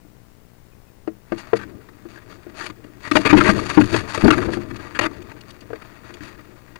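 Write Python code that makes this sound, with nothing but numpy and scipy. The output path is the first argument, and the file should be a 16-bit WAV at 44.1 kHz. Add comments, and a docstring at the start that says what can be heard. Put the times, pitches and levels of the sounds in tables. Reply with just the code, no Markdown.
"""A duck shifts about in a wooden nest box, then scrambles up the wall with beating wings and settles.
Feet and wings thump the boards, claws scrape and tap the wood, feathers rustle in bursts and
wingbeats puff air at the microphone. A duckling peeps faintly twice before the scramble.
A small camera microphone inside the box buzzes at the field rate, overloads on the big blows
and feeds the left channel only."""
import sys
import numpy as np
from scipy import signal
from scipy.fft import rfft, irfft
from scipy.io import wavfile

SR = 44100
rng = np.random.default_rng(int(sys.argv[2]) if len(sys.argv) > 2 else 0)


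def to_wav(sig):
    """Store sig (one row per channel, or 1-D mono) as 16-bit WAV at the path in sys.argv[1].

    Samples outside -1..1 are clipped; the rate is SR.
    """
    pcm = np.clip(np.atleast_2d(sig), -1, 1) * 32767
    pcm = np.round(pcm).astype(np.int16)
    wavfile.write(sys.argv[1], SR, pcm.T)  # frames by channels


N = 299659
TIME = np.arange(N) / SR

# resonances of the box and the microphone housing: centre_hz, width_hz, lift_db
BOX_RESONANCES = [(92.7, 3.4, 6), (111.6, 25, 10), (204.6, 7.2, 8), (300, 56, 8), (355.8, 31, 8.5),
                  (436.8, 19, 6.5), (620, 66, 10.5), (694, 61, 3.5), (897, 40, 3.5), (1207, 61, 5),
                  (1432, 67, 1), (1630, 130, 1), (1890, 44, 4), (2068, 24, -30), (2565, 164, 5),
                  (2810, 100, 6.5), (3280, 32, 3.5), (3530, 70, -2), (4374, 78, 5.5), (4604, 290, 11),
                  (6650, 420, 11), (8370, 370, 10), (10100, 690, 10)]
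# EQ curves for the midrange rub, bright edge and low board shake of a contact: freq_hz, gain_db
RUB_EQ = [(100, 1), (350, -4), (750, 3), (1100, 8.5), (2000, 7), (2700, -4), (3500, -4), (6000, -53.5),
          (15000, -70)]
HISS_EQ = [(800, -41), (2400, 4), (3500, 4), (5000, -3), (7000, -9.5), (9500, -17), (12000, -16.5),
           (13000, -99), (16000, -82)]
SHAKE_EQ = [(50, -20), (150, -15.5), (300, 0.5), (450, -4), (700, -4), (1300, -33), (4000, -78.5)]
# how hard the duck struggles: time_s, level_db
EFFORT = [(1.2, -90), (1.34, -45), (1.5, -48.5), (1.74, -61), (2.63, -52.5), (2.79, -62), (3.07, -58),
          (3.21, -37.5), (3.3, -27), (3.99, -40.5), (4.21, -33.5), (4.34, -35.5), (4.67, -45), (5.11, -48),
          (5.54, -55), (6.28, -48.5), (6.46, -55), (6.79, -58.5)]


def from_db(db):
    """Decibels to gain."""
    return 10 ** (np.asarray(db) / 20)


def rms_one(x):
    """Scale to an rms of 1."""
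    return x / np.sqrt(np.mean(x ** 2) + 1e-20)


def drift(rate_hz):
    """A random wander with an rms of 1."""
    knots = rng.standard_normal(4096)
    return rms_one(np.interp(TIME * rate_hz, np.arange(len(knots)), knots))


def colour(x, curve, peaks=(), size=8192):
    """Minimum-phase EQ of unit power gain: a smooth curve with resonances on it."""
    hz = np.maximum(np.arange(size // 2 + 1) * SR / size, 1)
    curve_hz, curve_db = np.transpose(curve)
    db = np.interp(np.log(hz), np.log(curve_hz), curve_db)
    for centre_hz, width_hz, lift_db in peaks:
        db += lift_db / (1 + (2 * (hz - centre_hz) / width_hz) ** 2)
    cepstrum = irfft(np.log(from_db(db)))
    cepstrum[1:size // 2] *= 2   # folded so that nothing rings ahead of a hit
    cepstrum[size // 2 + 1:] = 0
    response = irfft(np.exp(rfft(cepstrum)))
    return signal.fftconvolve(x, response / np.linalg.norm(response))[:N]


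def stroke(start_s, hold_s, rise_s, t60_s, max_s=0.25):
    """Envelope of one gesture: it rises, holds until hold_s after its start and dies away."""
    out, first = np.zeros(N), int(start_s * SR)
    age = TIME[:min(N - first, int(max_s * SR))]
    decay = from_db(-60 * np.maximum(age - hold_s, 0) / t60_s)
    out[first:first + len(age)] = np.minimum(age / rise_s, 1) * decay
    return out


def ring(start_s, hz, t60_s):
    """One struck mode of the wood: a decaying sine."""
    out, first = np.zeros(N), int(start_s * SR)
    age = TIME[:min(N - first, SR // 2)]
    swell = 1 - np.exp(-age * hz * np.pi)   # the board takes part of a cycle to get going
    out[first:first + len(age)] = swell * np.sin(2 * np.pi * hz * age) * from_db(-60 * age / t60_s)
    return out


def friction(slips_per_s, spread_db, smooth_db, judder_db, judder_hz):
    """Tiny slips of uneven size over a smooth slide, bunched as the contact catches and lets go."""
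    sizes = from_db(spread_db * np.minimum(rng.exponential(1, N), 4)) * rng.choice([-1, 1], N)
    slips = rms_one(sizes * (rng.random(N) < slips_per_s / SR))
    slide = from_db(smooth_db) * rng.standard_normal(N)
    return rms_one((slips + slide) * from_db(judder_db * drift(judder_hz)))


def wall_echoes(x, spread_s, echo_db, count=10):
    """Each spot in the box has its own close reflections, which comb the sound differently."""
    path = np.zeros(SR // 40)
    where, strengths = rng.random(count), rng.standard_normal(count)
    delays = np.clip((where * spread_s * SR).astype(int), 8, len(path) - 1)
    path[delays] = from_db(echo_db) * strengths / np.linalg.norm(strengths)
    path[0] = 1
    return signal.fftconvolve(x, path)[:len(x)]


def effort(easy_shuffle_db=-50.5):
    """The duck's effort at every moment, in dB over an easy shuffle; before it stirs it sits still."""
    return np.interp(TIME, *np.transpose(EFFORT), left=-120) - easy_shuffle_db


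def dulling(level_db, medium_contact_db=-29.5):
    """Treble loss in dB: a claw that digs in harder sounds duller."""
    return 0.1045 * (level_db - medium_contact_db)


def noise_floor():
    """A steady, bass-heavy bed of noise."""
    # tone of the bed: freq_hz, gain_db
    floor_eq = [(20, 8), (60, 4), (130, 3), (300, -3.5), (600, -11.5), (1000, -13.5), (2000, -16.5),
                (3200, -24), (7000, -26.5), (15000, -31)]
    return from_db(-48) * colour(rng.standard_normal(N), floor_eq)


def camera_buzz(field_hz=59.94, first_field_s=0.0016, pulse_s=0.00043, fizz_s=0.001):
    """Each picture field leaks a dull pulse and a puff of hiss; the line scan adds a blurred whine."""
    phase = (TIME - first_field_s) * field_hz
    gap_s = np.abs((phase + 0.5) % 1 - 0.5) / field_hz   # to the nearest pulse
    pulses = -np.exp(-gap_s / pulse_s)
    pulses -= pulses.mean()
    ripple = -np.cos(4 * np.pi * phase)
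    hiss = colour(rng.standard_normal(N), [(200, 0), (2000, -3), (5000, -10), (15000, -16)])
    fizz = np.exp(-gap_s / fizz_s) * hiss
    whine_band = signal.butter(2, [15320, 15480], "band", fs=SR, output="sos")
    whine = rms_one(signal.sosfilt(whine_band, rng.standard_normal(N)))
    return from_db(-35) * pulses + from_db(-56) * ripple + from_db(-55) * fizz + from_db(-65) * whine


def knocks():
    """Each blow cracks, sets the struck board ringing and leaves the box humming low."""
    # feet and wing bones hit the boards: start_s, level_db, pitch_hz, crack_offset_db
    blows = [(.049, -39.5, 300, -12), (1.075, -15, 324, -6.5), (1.32, -10.5, 335, -3),
             (1.5318, -1.5, 453, -8), (2.054, -26, 334, -12), (2.466, -29, 347, -7), (3.158, -5.5, 300, -5),
             (3.193, -8.5, 300, -28), (3.328, 14.5, 304.2, -10.5), (3.49, 3.5, 208, -3.5),
             (3.774, 13, 303.6, -15), (3.807, 0, 257.5, -15.5), (3.941, -10.5, 337, -0.5),
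             (4.238, 5, 220, -19.5), (4.243, 1, 104, -21), (4.25, 1, 400.5, -17), (4.258, 5, 247.4, -16.5),
             (4.28, 3, 308.3, -3), (4.387, -17, 263, 1), (4.485, -10.5, 335, -9.5),
             (4.57, -12.5, 344.5, -8.5), (5.058, -20, 333, -27), (5.703, -22, 451, -10.5),
             (5.731, -19, 455, -3.5)]
    # how long the boards ring: pitch_hz, t60_s
    board_decay = [(210, 0.057), (305, 0.12), (340, 0.14), (455, 0.084)]
    # a board's other modes: pitch_ratio, level_db, t60_ratio
    board_modes = [(.68, -9.5, 0.86), (1.499, -12, 0.59), (2.22, -16.5, 0.54)]
    # the whole box after a blow: pitch_hz, level_db, t60_s
    box_modes = [(117, -23.5, 0.27), (202.4, -30, 0.73), (315, -17.5, 0.22)]
    # tone of the attack: freq_hz, gain_db
    crack_eq = [(100, -19.5), (400, -0.5), (900, -10.5), (1600, -7), (2200, -16), (3000, -29), (5000, -38),
                (9000, -58), (15000, -56)]
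    body, crack = np.zeros((2, N))
    for start_s, level_db, pitch_hz, crack_offset_db in blows:
        t60_s = np.interp(pitch_hz, *np.transpose(board_decay))
        board = ring(start_s, pitch_hz, t60_s)
        for pitch_ratio, mode_db, t60_ratio in board_modes:
            board += from_db(mode_db) * ring(start_s, pitch_hz * pitch_ratio, t60_s * t60_ratio)
        box = sum(from_db(db) * ring(start_s, hz, decay_s) for hz, db, decay_s in box_modes)
        body += from_db(level_db) * (board + box)
        snap = stroke(start_s, hold_s=0.0025, rise_s=0.00045, t60_s=0.04)
        crack += from_db(level_db + crack_offset_db) * snap
    return body + colour(crack * rng.standard_normal(N), crack_eq, BOX_RESONANCES)


def duckling():
    """Soft sine peeps that slide down."""
    # a duckling's faint calls: start_s, length_s, level_db, start_hz, end_hz
    peeps = [(0.71, .042, -59, 2630, 2360), (.862, .048, -61, 2700, 2360)]
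    out = np.zeros(N)
    for start_s, length_s, level_db, start_hz, end_hz in peeps:
        progress = np.clip((TIME - start_s) / length_s, 0, 1)
        pitch_hz = start_hz + (end_hz - start_hz) * progress
        tone = np.sin(2 * np.pi * np.cumsum(pitch_hz) / SR)
        out += from_db(level_db) * np.sin(np.pi * progress) * tone
    return out


def feathers():
    """Plumage brushes the walls: barbs hiss and bedding crackles while the body pushes on the boards."""
    # a wing or the tail sweeps along a wall: middle_s, length_s, level_db
    sweeps = [(1.395, 0.08, -33.5), (1.568, 0.029, -28.5), (2.121, 0.11, -45), (2.33, 0.1, -42),
              (2.624, 0.15, -30.5), (3.068, 0.15, -36.5), (3.178, 0.12, -25.5), (3.473, 0.12, -20),
              (3.704, 0.44, -28), (3.968, 0.16, -27.5), (4.152, .17, -26.5), (4.537, 0.087, -33),
              (5.5, 0.059, -42.5), (6.26, 0.12, -41.5)]
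    # how heavily the body leans on the boards: time_s, level_db
    weight = [(1.3, -56), (1.68, -41), (1.91, -49.5), (3.09, -52.5), (3.29, -41), (3.33, -26.5),
              (3.84, -33.5), (3.93, -37), (4.21, -39), (4.4, -25.5), (4.69, -42), (5.21, -43.5),
              (5.43, -47.5), (5.93, -53), (6.13, -46), (6.79, -57)]
    # tone of the boards' rumble: freq_hz, gain_db
    push_eq = [(20, -25), (50, 0), (90, -0.5), (160, -3), (300, -1.5), (480, -6), (750, -24), (1300, -22),
               (4000, -99)]
    sweep = np.zeros(N)
    for middle_s, length_s, level_db in sweeps:
        sweep += from_db(level_db) * np.maximum(1 - (2 * (TIME - middle_s) / length_s) ** 2, 0)
    effort_db = effort()
    push = from_db(6.5 + np.interp(TIME, *np.transpose(weight), left=-120))
    rub = np.hypot(from_db(-45 + 0.91 * effort_db), from_db(-2) * sweep)
    hiss = np.hypot(from_db(-55 + 0.89 * effort_db), from_db(-5) * sweep)
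    barbs = friction(slips_per_s=1000, spread_db=-1, smooth_db=0.5, judder_db=3, judder_hz=60)
    bedding = friction(slips_per_s=110, spread_db=2.5, smooth_db=-30, judder_db=1.5, judder_hz=15)
    rumble = friction(slips_per_s=3000, spread_db=-2.5, smooth_db=3, judder_db=3.4, judder_hz=40)
    rustle = rms_one(barbs + 0.6 * bedding)
    return (colour(push * rumble, push_eq, BOX_RESONANCES)
            + colour(rub * rustle, RUB_EQ, BOX_RESONANCES)
            + colour(hiss * rustle, HISS_EQ, BOX_RESONANCES))


def wing_air(rise_s=0.029):
    """Wingbeats and lunges buffet the microphone with low puffs."""
    # pushes of air: peak_s, level_db
    wingbeats = [(1.335, -35), (1.68, -47), (3.155, -20.5), (3.37, -14), (3.521, -16.5), (3.72, -42),
                 (3.82, -17.5), (3.928, -17.5), (4.246, -10), (4.37, -20), (4.58, -25), (4.71, -30.5),
                 (5.01, -29), (6.22, -35.5)]
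    # tone of a puff: freq_hz, gain_db
    air_eq = [(20, 2), (50, -11), (100, -5), (170, -8), (300, -1.5), (1000, -52.5)]
    puffs = sum(from_db(level_db) * stroke(peak_s - rise_s, rise_s, rise_s, t60_s=0.34, max_s=1)
                for peak_s, level_db in wingbeats)
    return colour(puffs * rng.standard_normal(N), air_eq, BOX_RESONANCES)


def rasp(x, pitch_hz, width_hz=180, lift_db=6):
    """The claw's own chatter favours one band, at unchanged power."""
    b, a = signal.iirpeak(pitch_hz, pitch_hz / width_hz, fs=SR)
    chatter = x + from_db(lift_db) * signal.lfilter(b, a, x)
    return chatter * np.linalg.norm(x) / np.linalg.norm(chatter)


def claw_scrapes(size=8192):
    """A claw catches, then sticks and slips across the grain; part of the force shakes the boards."""
    # claws dragged over wood: start_s, length_s, level_db, pitch_hz
    scratches = [(1.55, 0.029, -38, 1940), (1.588, 0.052, -34.5, 1550), (2.156, 0.025, -39.5, 1720),
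                 (2.595, 0.033, -31.5, 1750), (3.038, 0.049, -31, 1950), (3.256, 0.017, -8, 2300),
                 (3.289, 0.024, -11, 2310), (3.365, .026, -10, 2470), (3.401, 0.014, -11, 1350),
                 (3.442, 0.057, -13.5, 1980), (3.585, 0.0077, -22.5, 1273), (3.957, .054, -29.5, 1748),
                 (4.321, 0.022, -16, 1350), (4.417, 0.016, -23.5, 1180), (4.947, 0.023, -26, 1560),
                 (5.009, 0.032, -16.5, 2810), (5.051, 0.01, -15, 1260), (6.204, .015, -38.5, 1890)]
    slips = friction(slips_per_s=2200, spread_db=3, smooth_db=0.5, judder_db=2.5, judder_hz=250)
    chatter, edge, shake = np.zeros((3, N + size))
    for start_s, length_s, level_db, pitch_hz in scratches:
        first = int(start_s * SR)
        drag = stroke(start_s, length_s, rise_s=0.0029, t60_s=0.037)[first:first + size]
        span = slice(first, first + len(drag))
        scrape = drag * slips[span]
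        scrape[0] = from_db(2)   # the click as the claw catches
        scrape = wall_echoes(scrape, spread_s=0.0046, echo_db=-5)
        scrape *= from_db(level_db) * np.linalg.norm(drag) / np.linalg.norm(scrape)
        chatter[span] += rasp(scrape, pitch_hz)
        edge[span] += from_db(-dulling(level_db)) * scrape
        shake[span] += scrape
    return (from_db(-2) * colour(chatter, RUB_EQ, BOX_RESONANCES)
            + from_db(-13) * colour(edge, HISS_EQ, BOX_RESONANCES)
            + from_db(-4) * colour(shake, SHAKE_EQ, BOX_RESONANCES))


def light_touches(taps_per_s=8, easy_db=-41.5, spread_db=2, count=200):
    """Once the duck stirs, light taps come at random, louder with effort: start_s, level_db."""
    gap_draws, level_draws = rng.random((count, 2)).T
    starts_s = EFFORT[0][0] - np.cumsum(np.log(gap_draws)) / taps_per_s
    levels_db = easy_db + np.interp(starts_s, TIME, effort()) + spread_db * (2 * level_draws - 1)
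    return [(start_s, db) for start_s, db in zip(starts_s, levels_db) if start_s < N / SR]


def ticks(hits, skid_s=0.004, t60_s=0.016, size=4096):
    """A hard tip strikes, skids briefly and stops; yields each hit's span, level and sound."""
    age = TIME[:size]
    strike = from_db(11) * (age == 0)
    skid = from_db(-60 * np.maximum(age - skid_s, 0) / t60_s)
    for start_s, level_db in hits:
        tick = wall_echoes(strike + skid * rng.standard_normal(size), spread_s=0.006, echo_db=-0.5)
        tick *= from_db(level_db) * np.linalg.norm(skid) / np.linalg.norm(tick)
        first = int(start_s * SR)
        yield slice(first, first + size), level_db, tick


def taps_and_flicks():
    """Claw tips sound through the wood and shake it; flicking quills give only the bright edge."""
    # claw tips catch on the wall: start_s, level_db
    claw_taps = [(1.887, -41.5), (2.323, -37), (2.611, -40), (2.639, -29.5), (2.663, -29.5), (2.699, -28),
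                 (2.841, -39), (3.074, -25.5), (3.113, -12), (3.154, -4.5), (3.166, -2), (3.252, -10),
                 (3.494, -15), (3.708, -18.5), (3.811, -15), (3.941, -13), (4.176, -17.5), (4.284, -17),
                 (4.305, -2.5), (4.379, -16), (4.414, -25.5), (4.534, -20.5), (4.708, -31), (4.867, -33.5),
                 (4.99, -9.5), (5.316, -35), (5.757, -35), (5.819, -33), (6.757, -32)]
    # stiff quills flick past each other: start_s, level_db
    quill_flicks = [(2.663, -33), (3.113, -27.5), (3.735, -47), (3.857, -37.5), (4.244, -29),
                    (4.271, -31.5), (4.762, -41.5), (4.99, -25.5), (5.22, -47), (5.409, -45.5),
                    (5.505, -43.5), (5.607, -47), (6.139, -43), (6.757, -52)]
    force, edge = np.zeros((2, N + SR))
    for span, _, tick in ticks(quill_flicks):
        edge[span] += tick
    for span, level_db, tick in ticks(list(claw_taps) + light_touches()):
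        force[span] += tick
        edge[span] += from_db(-17 - dulling(level_db)) * tick
    return (from_db(1) * colour(force, RUB_EQ, BOX_RESONANCES)
            + from_db(5.5) * colour(edge, HISS_EQ, BOX_RESONANCES)
            + from_db(-1) * colour(force, SHAKE_EQ, BOX_RESONANCES))


def scene():
    """Everything reaches one microphone, wired to the left channel."""
    microphone = (noise_floor() + camera_buzz() + knocks() + claw_scrapes() + feathers()
                  + wing_air() + duckling() + taps_and_flicks())
    return np.array([microphone, np.zeros(N)])


def record(dry, ceiling=0.91, crosstalk_db=-45, hiss_db=-68, cutoff_hz=15800):
    """The preamplifier flattens loud peaks; the right channel holds only faint crosstalk and hiss."""
    left = dry[0] / (1 + (dry[0] / ceiling) ** 4) ** (1 / 4)
    stereo = np.array([left, from_db(crosstalk_db) * left])
    hiss = from_db(hiss_db) * rng.standard_normal((2, N))
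    lowpass = signal.ellip(10, 0.2, 80, cutoff_hz, fs=SR, output="sos")
    return signal.sosfilt(lowpass, stereo + hiss)


dry = scene()
out = record(dry)
to_wav(out)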